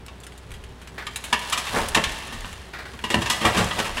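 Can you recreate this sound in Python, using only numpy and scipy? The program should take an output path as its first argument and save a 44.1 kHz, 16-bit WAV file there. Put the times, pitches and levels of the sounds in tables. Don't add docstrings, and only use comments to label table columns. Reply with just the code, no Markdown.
import sys
import numpy as np
from scipy import signal
from scipy.fft import rfft, irfft
from scipy.io import wavfile
from scipy.ndimage import uniform_filter1d

SR = 44100
rng = np.random.default_rng(int(sys.argv[2]) if len(sys.argv) > 2 else 0)


def master(y):
    cut = np.clip(np.atleast_2d(y).T, -1, 1)
    pcm = np.round(cut * 32767)
    wavfile.write(sys.argv[1], SR, pcm.astype(np.int16))


N = 176400

# (frequency [Hz], level [dB])
HUSH_TONE = [(15, -24), (25, -1.5), (48, -24.5), (74, 1), (270, -9.5), (335, -15), (384, -6), (531, -15.5),
             (575, -14), (1100, -18), (3430, -27), (10700, -52), (16000, -48)]
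# (time [s], level [dB])
GRIT_FLOW = [(0, -58.5), (0.901, -56.5), (1.2, -47), (1.5, -37.5), (1.68, -38), (1.79, -30.5), (1.9, -40),
             (2.08, -39), (2.25, -43), (2.5, -45), (2.7, -52.5), (3.0, -49), (3.2, -39), (3.4, -35.5),
             (3.6, -33.5), (3.7, -39.5), (3.82, -32), (3.93, -40.5), (4, -37)]
# (frequency [Hz], level [dB])
GRIT_TONE = [(80, -18.5), (400, -4.5), (1050, 3.5), (1400, -2), (1800, 2.5), (2300, -5), (3200, -0.5),
             (4200, -3), (5700, -5.5), (7500, -7), (11000, -9.5), (12500, -16), (16000, -14.5)]
# (time [s], level [dB], fade [s], stony body [dB])
CHIP_HITS = [(0.063, -35, 0.0037, -7), (.201, -42.5, 0.0089, -12), (0.234, -37, 0.011, -5.5),
             (.266, -34.5, 0.0059, -1.5), (0.321, -47, 0.0099, 6), (.377, -38.5, 0.0058, -10),
             (.505, -45.5, .005, 8), (.516, -38, 0.0068, 3), (0.537, -40, 0.016, -0.5),
             (0.638, -39.5, 0.0068, 0.5), (0.815, -44.5, 0.016, 4), (.873, -39, 0.01, 2.5),
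             (1.159, -19.5, 0.0095, -8), (1.239, -27.5, 0.018, -4), (1.391, -28.5, 0.0056, -2),
             (1.498, -25.5, 0.0053, -6), (1.885, -18.5, 0.0041, -17), (2.092, -29, 0.0032, 3),
             (2.119, -29, .005, -15), (2.184, -35.5, 0.0079, -15), (2.27, -38, .006, -6),
             (2.387, -40, 0.0028, -8), (2.406, -32, .003, -9), (2.489, -40, .003, -3),
             (2.527, -36, 0.0062, 3), (2.99, -39.5, 0.0058, 8.5), (3.3, -15, .004, -17),
             (3.643, -22.5, 0.0038, -5)]
# (frequency [Hz], level [dB])
CHIP_TONE = [(100, -26), (900, 6), (2000, 10), (3200, 9.5), (5000, -1), (7500, 3.5), (11000, 1),
             (12500, -7), (16000, -14)]
# (time [s], level [dB], rise [s], fade [s], bass [dB], treble [dB])
BRICK_HITS = [(.082, -35, 0.0013, 0.0077, -15, -3), (1.067, -23.5, 0.00075, 0.01, -25, -1.5),
              (1.326, -12.5, 0.0025, 0.012, -4, -2), (1.522, -16, 0.0073, 0.011, -12.5, 1.5),
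              (1.574, -21, 0.0037, 0.015, -7, 5.5), (1.666, -24, 0.0032, 0.013, -17, -4),
              (1.946, -12, 0.0036, 0.013, -12, 2.5), (1.969, -18.5, 0.0059, .009, 6.5, -6),
              (2.038, -14.5, 0.0014, 0.009, -27, -1.5), (2.322, -34, .004, 0.021, 9.5, 2),
              (2.444, -28, .002, 0.0058, -1, -15), (2.934, -37, 0.0027, 0.0094, 8, -3),
              (3.039, -21.5, 0.0017, 0.016, 3, -2.5), (3.102, -21, 0.0006, 0.026, 4, 0),
              (3.14, -15, 0.0048, 0.0047, 7.5, 0), (3.218, -23, .002, 0.011, 4, 3.5),
              (3.259, -21, 0.0018, 0.019, -13, -2.5), (3.297, -17.5, 0.0038, 0.027, -6, 4.5),
              (3.413, -23.5, 0.0017, 0.033, 8, -4), (3.449, -16.5, 0.0042, 0.026, 1, -1),
              (3.545, -21, 0.0034, 0.017, 7, -5), (3.563, -20.5, 0.012, 0.039, -4, 2),
              (3.7091, -18, 0.0014, 0.0078, -8, -15), (3.788, -19.5, 0.0024, 0.01, -2, 0.5),
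              (3.8, -16.5, 0.0017, 0.0038, 5, -1.5), (3.847, -26.5, 0.0022, 0.033, -7, -22),
              (3.968, -23.5, 0.0024, 0.054, -3, -6)]
# (frequency [Hz], level [dB])
BRICK_TONE = [(40, -40), (200, 0), (550, -22), (1000, -4), (1400, -3), (2200, -2), (3200, -3), (4300, -7),
              (7500, -12.5), (11000, -17), (12500, -27), (16000, -41)]
# (frequency [Hz], level [dB], time to die away by 60 dB [s])
BRICK_NOTES = [(992, -2, .03), (1196, 9, 0.024), (1890, 1.5, 0.054), (2800, 3.5, 0.022), (3154, 3, 0.013),
               (3560, 2.5, 0.0048), (7300, -5.5, 0.011)]
# (frequency [Hz], time to die away by 60 dB [s])
NEAR_ECHO = [(100, 0.24), (1000, 0.24), (3000, 0.19), (8000, 0.1), (16000, 0.033)]
# (frequency [Hz], time to die away by 60 dB [s])
FAR_ECHO = [(100, 1.44), (1000, 1.58), (3000, 1.8), (8000, 1.1), (16000, 0.18)]
# (time [s], level [dB], rise [s], fade [s])
WIND_PUFFS = [(0.486, -37.5, 0.011, 0.15), (1.699, -33.5, .04, 0.22), (2.048, -31, 0.023, 0.031),
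              (2.302, -35, 0.12, .12), (3.502, -38, .1, 0.35), (3.821, -40.5, 0.059, 0.43)]
# (frequency [Hz], level [dB])
WIND_TONE = [(8, -8), (30, 15.5), (55, 8), (100, 8), (250, -36), (1000, -80)]
# (time [s], level [dB], fade [s])
SCRAPE_SLIPS = [(.978, -29.5, 0.019), (1.002, -38, 0.015), (1.02, -36.5, 0.018), (2.732, -33, 0.041),
                (2.785, -34.5, 0.032), (2.852, -36.5, 0.027)]
# (frequency [Hz], level [dB])
SCRAPE_TONE = [(100, -9), (500, -7), (1100, -6), (2100, 1), (2900, -7.5), (4200, -8.5), (6000, -19),
               (16000, -29)]
# (time [s], level [dB], lowest note [Hz], level step per higher note [dB])
KNOCK_HITS = [(1.328, -7, 967, -2), (1.949, -14, 990, -2), (1.974, -14, 1107, -2), (3.143, -7.5, 1013, 6),
              (3.46, -16, 1180, -10)]
# (pitch [times the lowest note], time to die away by 60 dB [s])
KNOCK_NOTES = [(1, 0.047), (1.79, 0.051), (2.8, .025)]
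# (time [s], crunch level [dB], rise [s], fade [s], thud level [dB], thud pitch [Hz])
CLUMP_HITS = [(1.732, -25.5, 0.014, 0.026, -31, 224), (1.759, -19.5, 0.0053, 0.042, -37, 232),
              (1.953, -20, .02, 0.018, -26, 166), (3.143, -29, 0.024, 0.02, -23.5, 254),
              (3.154, -52, 0.012, 0.044, -24, 110.6), (3.44, -16.5, 0.016, 0.03, -23.5, 100),
              (3.555, -22, 0.033, 0.03, -22, 202), (3.57, -26, 0.039, 0.039, -25, 107.7),
              (3.76, -31.5, 0.025, .06, -45, 150)]
# (frequency [Hz], level [dB])
CLUMP_TONE = [(40, -27), (110, -7), (200, -7), (310, -6.5), (480, -2), (780, -3.5), (1120, -3.5),
              (1500, -9.5), (2200, -12), (4000, -32), (9000, -25.5), (16000, -47)]


def amp(db):
    return 10 ** (np.asarray(db) / 20)


def unit(x):
    return x / np.sqrt(np.mean(x ** 2) + 1e-20)


def read(table, hz):
    row_hz, value = np.transpose(table)
    return np.interp(np.log(hz + 1), np.log(row_hz + 1), value)


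def add(mix, start_s, sound):
    part = mix[max(round(start_s * SR), 0):][:len(sound)]
    part += sound[:len(part)]


def colour(x, tone, size=4096):
    log_gain = np.log(amp(read(tone, abs(np.fft.fftfreq(size, 1 / SR)))))
    taps = np.fft.ifft(np.exp(np.conj(signal.hilbert(log_gain)))).real
    return signal.fftconvolve(x, taps[:size // 2])[:len(x)]


def noise(tone, size):
    gain = amp(read(tone, np.fft.rfftfreq(size, 1 / SR)))
    return irfft(rfft(rng.standard_normal(size)) * gain, size)


def swell(rise, fade):
    t = np.arange(SR) / SR
    return np.minimum(t / rise, 1) * np.exp(-np.maximum(t - rise, 0) / fade)


def match(x, shape):
    return unit(x) * np.sqrt(np.mean(shape ** 2))


def ring(notes, size=4096):
    t = np.arange(size) / SR
    sound = sum(amp(db) * np.sin(2 * np.pi * hz * t) * np.exp(-np.log(1000) * t / ring_s)
                for hz, db, ring_s in notes)
    return sound / np.linalg.norm(sound)


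def clicks(per_s=18000, spread_db=2.5):
    strength = amp(spread_db * np.clip(rng.standard_normal(SR), -2, 2)) * rng.choice([-1, 1], SR)
    return unit(strength * (rng.random(SR) < per_s / SR))


def clink(x, low_hz, high_hz, count=6, ring_s=.022):
    notes = [(low_hz * (high_hz / low_hz) ** pick, 0, ring_s) for pick in rng.random(count)]
    return unit(signal.fftconvolve(x, ring(notes))[:len(x)])


def street(hush_db=-45, engine_db=-46.5, engine_hz=61.2, waver_share=.03):
    hush = noise(HUSH_TONE, N)
    waver = unit(uniform_filter1d(rng.standard_normal(N), size=3000))
    hum = np.sin(2 * np.pi * np.cumsum(engine_hz * (1 + waver_share * waver)) / SR)
    return amp(hush_db) * unit(hush) + amp(engine_db) * unit(hum)


def grit(kinds=24, crumbs_per_s=1800, spread_db=3, ring_s=.0074, flicker_db=-.5, flicker_s=.02):
    out, t = np.zeros(N), np.arange(N) / SR
    for _ in range(kinds):
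        strength = amp(spread_db * np.minimum(rng.exponential(1, N), 4.5))
        lands = rng.random(N) < crumbs_per_s / kinds / SR
        crumb = ring([(hz, 0, ring_s) for hz in rng.uniform(360, 15960, size=10)], size=1024)
        crumb[0] += 1
        out += signal.oaconvolve(strength * lands, crumb * rng.choice([-1, 1]))[:N]
    out *= amp(flicker_db * np.interp(t / flicker_s, np.arange(N), rng.standard_normal(N)))
    flow_db = np.interp(t, *np.transpose(GRIT_FLOW))
    return unit(colour(out, GRIT_TONE)) * amp(flow_db)


def pebbles(per_s=36, above_grit_db=2, spread_db=3, size=2048):
    out, shape = np.zeros(N), swell(rise=.00038, fade=.003)[:size]
    for when, strength, pitch in rng.random((round(per_s * N / SR), 3)):
        start, hz = when * N / SR, 2000 * 5 ** pitch
        burst = rng.standard_normal(size) * shape
        tick = unit(colour(burst, CHIP_TONE)) + .5 * clink(burst, low_hz=.5 * hz, high_hz=hz)
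        flow_db = np.interp(start, *np.transpose(GRIT_FLOW))
        db = flow_db + above_grit_db + spread_db * (2 * strength - 1)
        add(out, start, amp(db) * match(tick, shape))
    return out


def chips(rise_s=.0012, clink_db=-8):
    out = np.zeros(N)
    for start, db, fade, body_db in CHIP_HITS:
        shape = swell(rise_s, fade)
        burst = clicks() * shape
        ringing = amp(clink_db) * clink(burst, low_hz=2800, high_hz=11430)
        tick = match(unit(colour(burst, CHIP_TONE)) + ringing, shape)
        add(out, start, amp(db) * colour(tick, [(2000, body_db), (6500, 0)]))
    return out


def bricks(pitch_spread=.062, body_db=-1, clink_db=-7.5):
    out = np.zeros(N)
    for start, db, rise, fade, bass_db, treble_db in BRICK_HITS:
        shape = swell(rise, fade)
        burst = clicks() * shape
        pitch = 1 + pitch_spread * (2 * rng.random() - 1)
        notes = [(hz * pitch, note_db, ring_s) for hz, note_db, ring_s in BRICK_NOTES]
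        body = amp(body_db) * unit(signal.fftconvolve(burst, ring(notes))[:SR])
        fragments = amp(clink_db) * clink(burst, low_hz=970, high_hz=3870, count=10)
        crack = match(unit(colour(burst, BRICK_TONE)) + body + fragments, shape)
        own_tone = [(450, bass_db), (1100, .0046), (3000, .034), (6500, treble_db)]
        add(out, start, amp(db) * colour(crack, own_tone))
    return out


def echo(x, ring_times, delay_s):
    bounces = rng.standard_normal(SR) * (rng.random(SR) < .1) * (np.arange(SR) > delay_s * SR)
    hz, t, bands = signal.stft(bounces, SR, nperseg=256)
    fading = np.exp(-np.log(1000) * t / read(ring_times, hz)[:, None])
    tail = signal.istft(bands * fading, SR, nperseg=256)[1]
    mids = abs(rfft(tail, SR))[500:4000]
    return signal.fftconvolve(x, tail / np.sqrt(np.mean(mids ** 2)))[:N]


def wind():
    out = np.zeros(N)
    for start, db, rise, fade in WIND_PUFFS:
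        shape = swell(rise, fade)
        add(out, start, amp(db) * match(noise(WIND_TONE, SR) * shape, shape))
    return out


def scrapes(rise_s=.0041, clink_db=-4):
    out = np.zeros(N)
    for start, db, fade in SCRAPE_SLIPS:
        shape = swell(rise_s, fade)
        slips = clicks() * shape
        ringing = amp(clink_db) * clink(slips, low_hz=1474, high_hz=2190)
        add(out, start, amp(db) * match(unit(colour(slips, SCRAPE_TONE)) + ringing, shape))
    return out


def knocks(contact_s=.00067, size=4096):
    out, t = np.zeros(N), np.arange(size) / SR
    for start, db, hz, step_db in KNOCK_HITS:
        notes = [(hz * ratio, k * step_db, ring_s) for k, (ratio, ring_s) in enumerate(KNOCK_NOTES)]
        knock = ring(notes, size) * np.minimum(t / contact_s, 1)
        add(out, start, amp(db) * knock / abs(knock).max())
    return out


def clumps(width_share=.68):
    out, hz = np.zeros(N), np.fft.rfftfreq(SR, 1 / SR)
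    for start, crunch_db, rise, fade, thud_db, thud_hz in CLUMP_HITS:
        shape = swell(rise, fade)
        crunch = colour(clicks() * shape, CLUMP_TONE)
        band = 1 / (1 + ((hz - thud_hz) / (.5 * width_share * thud_hz)) ** 4)
        rumble = irfft(rfft(clicks()) * band, SR)
        shake = np.cos(np.angle(signal.hilbert(rumble)))
        thud = irfft(rfft(shake) * np.sqrt(band), SR) * shape
        add(out, start, amp(crunch_db) * match(crunch, shape) + amp(thud_db) * match(thud, shape))
    return out


def scene(lowest_hz=57.5):
    rubble = bricks() + clumps() + chips() + scrapes() + grit() + pebbles() + knocks()
    rubble = signal.sosfilt(signal.butter(2, lowest_hz, "highpass", fs=SR, output="sos"), rubble)
    near = amp(-6) * echo(rubble, NEAR_ECHO, delay_s=.0073)
    far = amp(-9) * echo(rubble, FAR_ECHO, delay_s=.041)
    return (rubble + near + far + street() + wind())[None]


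def record(dry):
    treble_cut = signal.firwin(401, 15900, window=("kaiser", 7), fs=SR)
    return signal.oaconvolve(dry, treble_cut[None], "same")


dry = scene()
out = record(dry)
master(out)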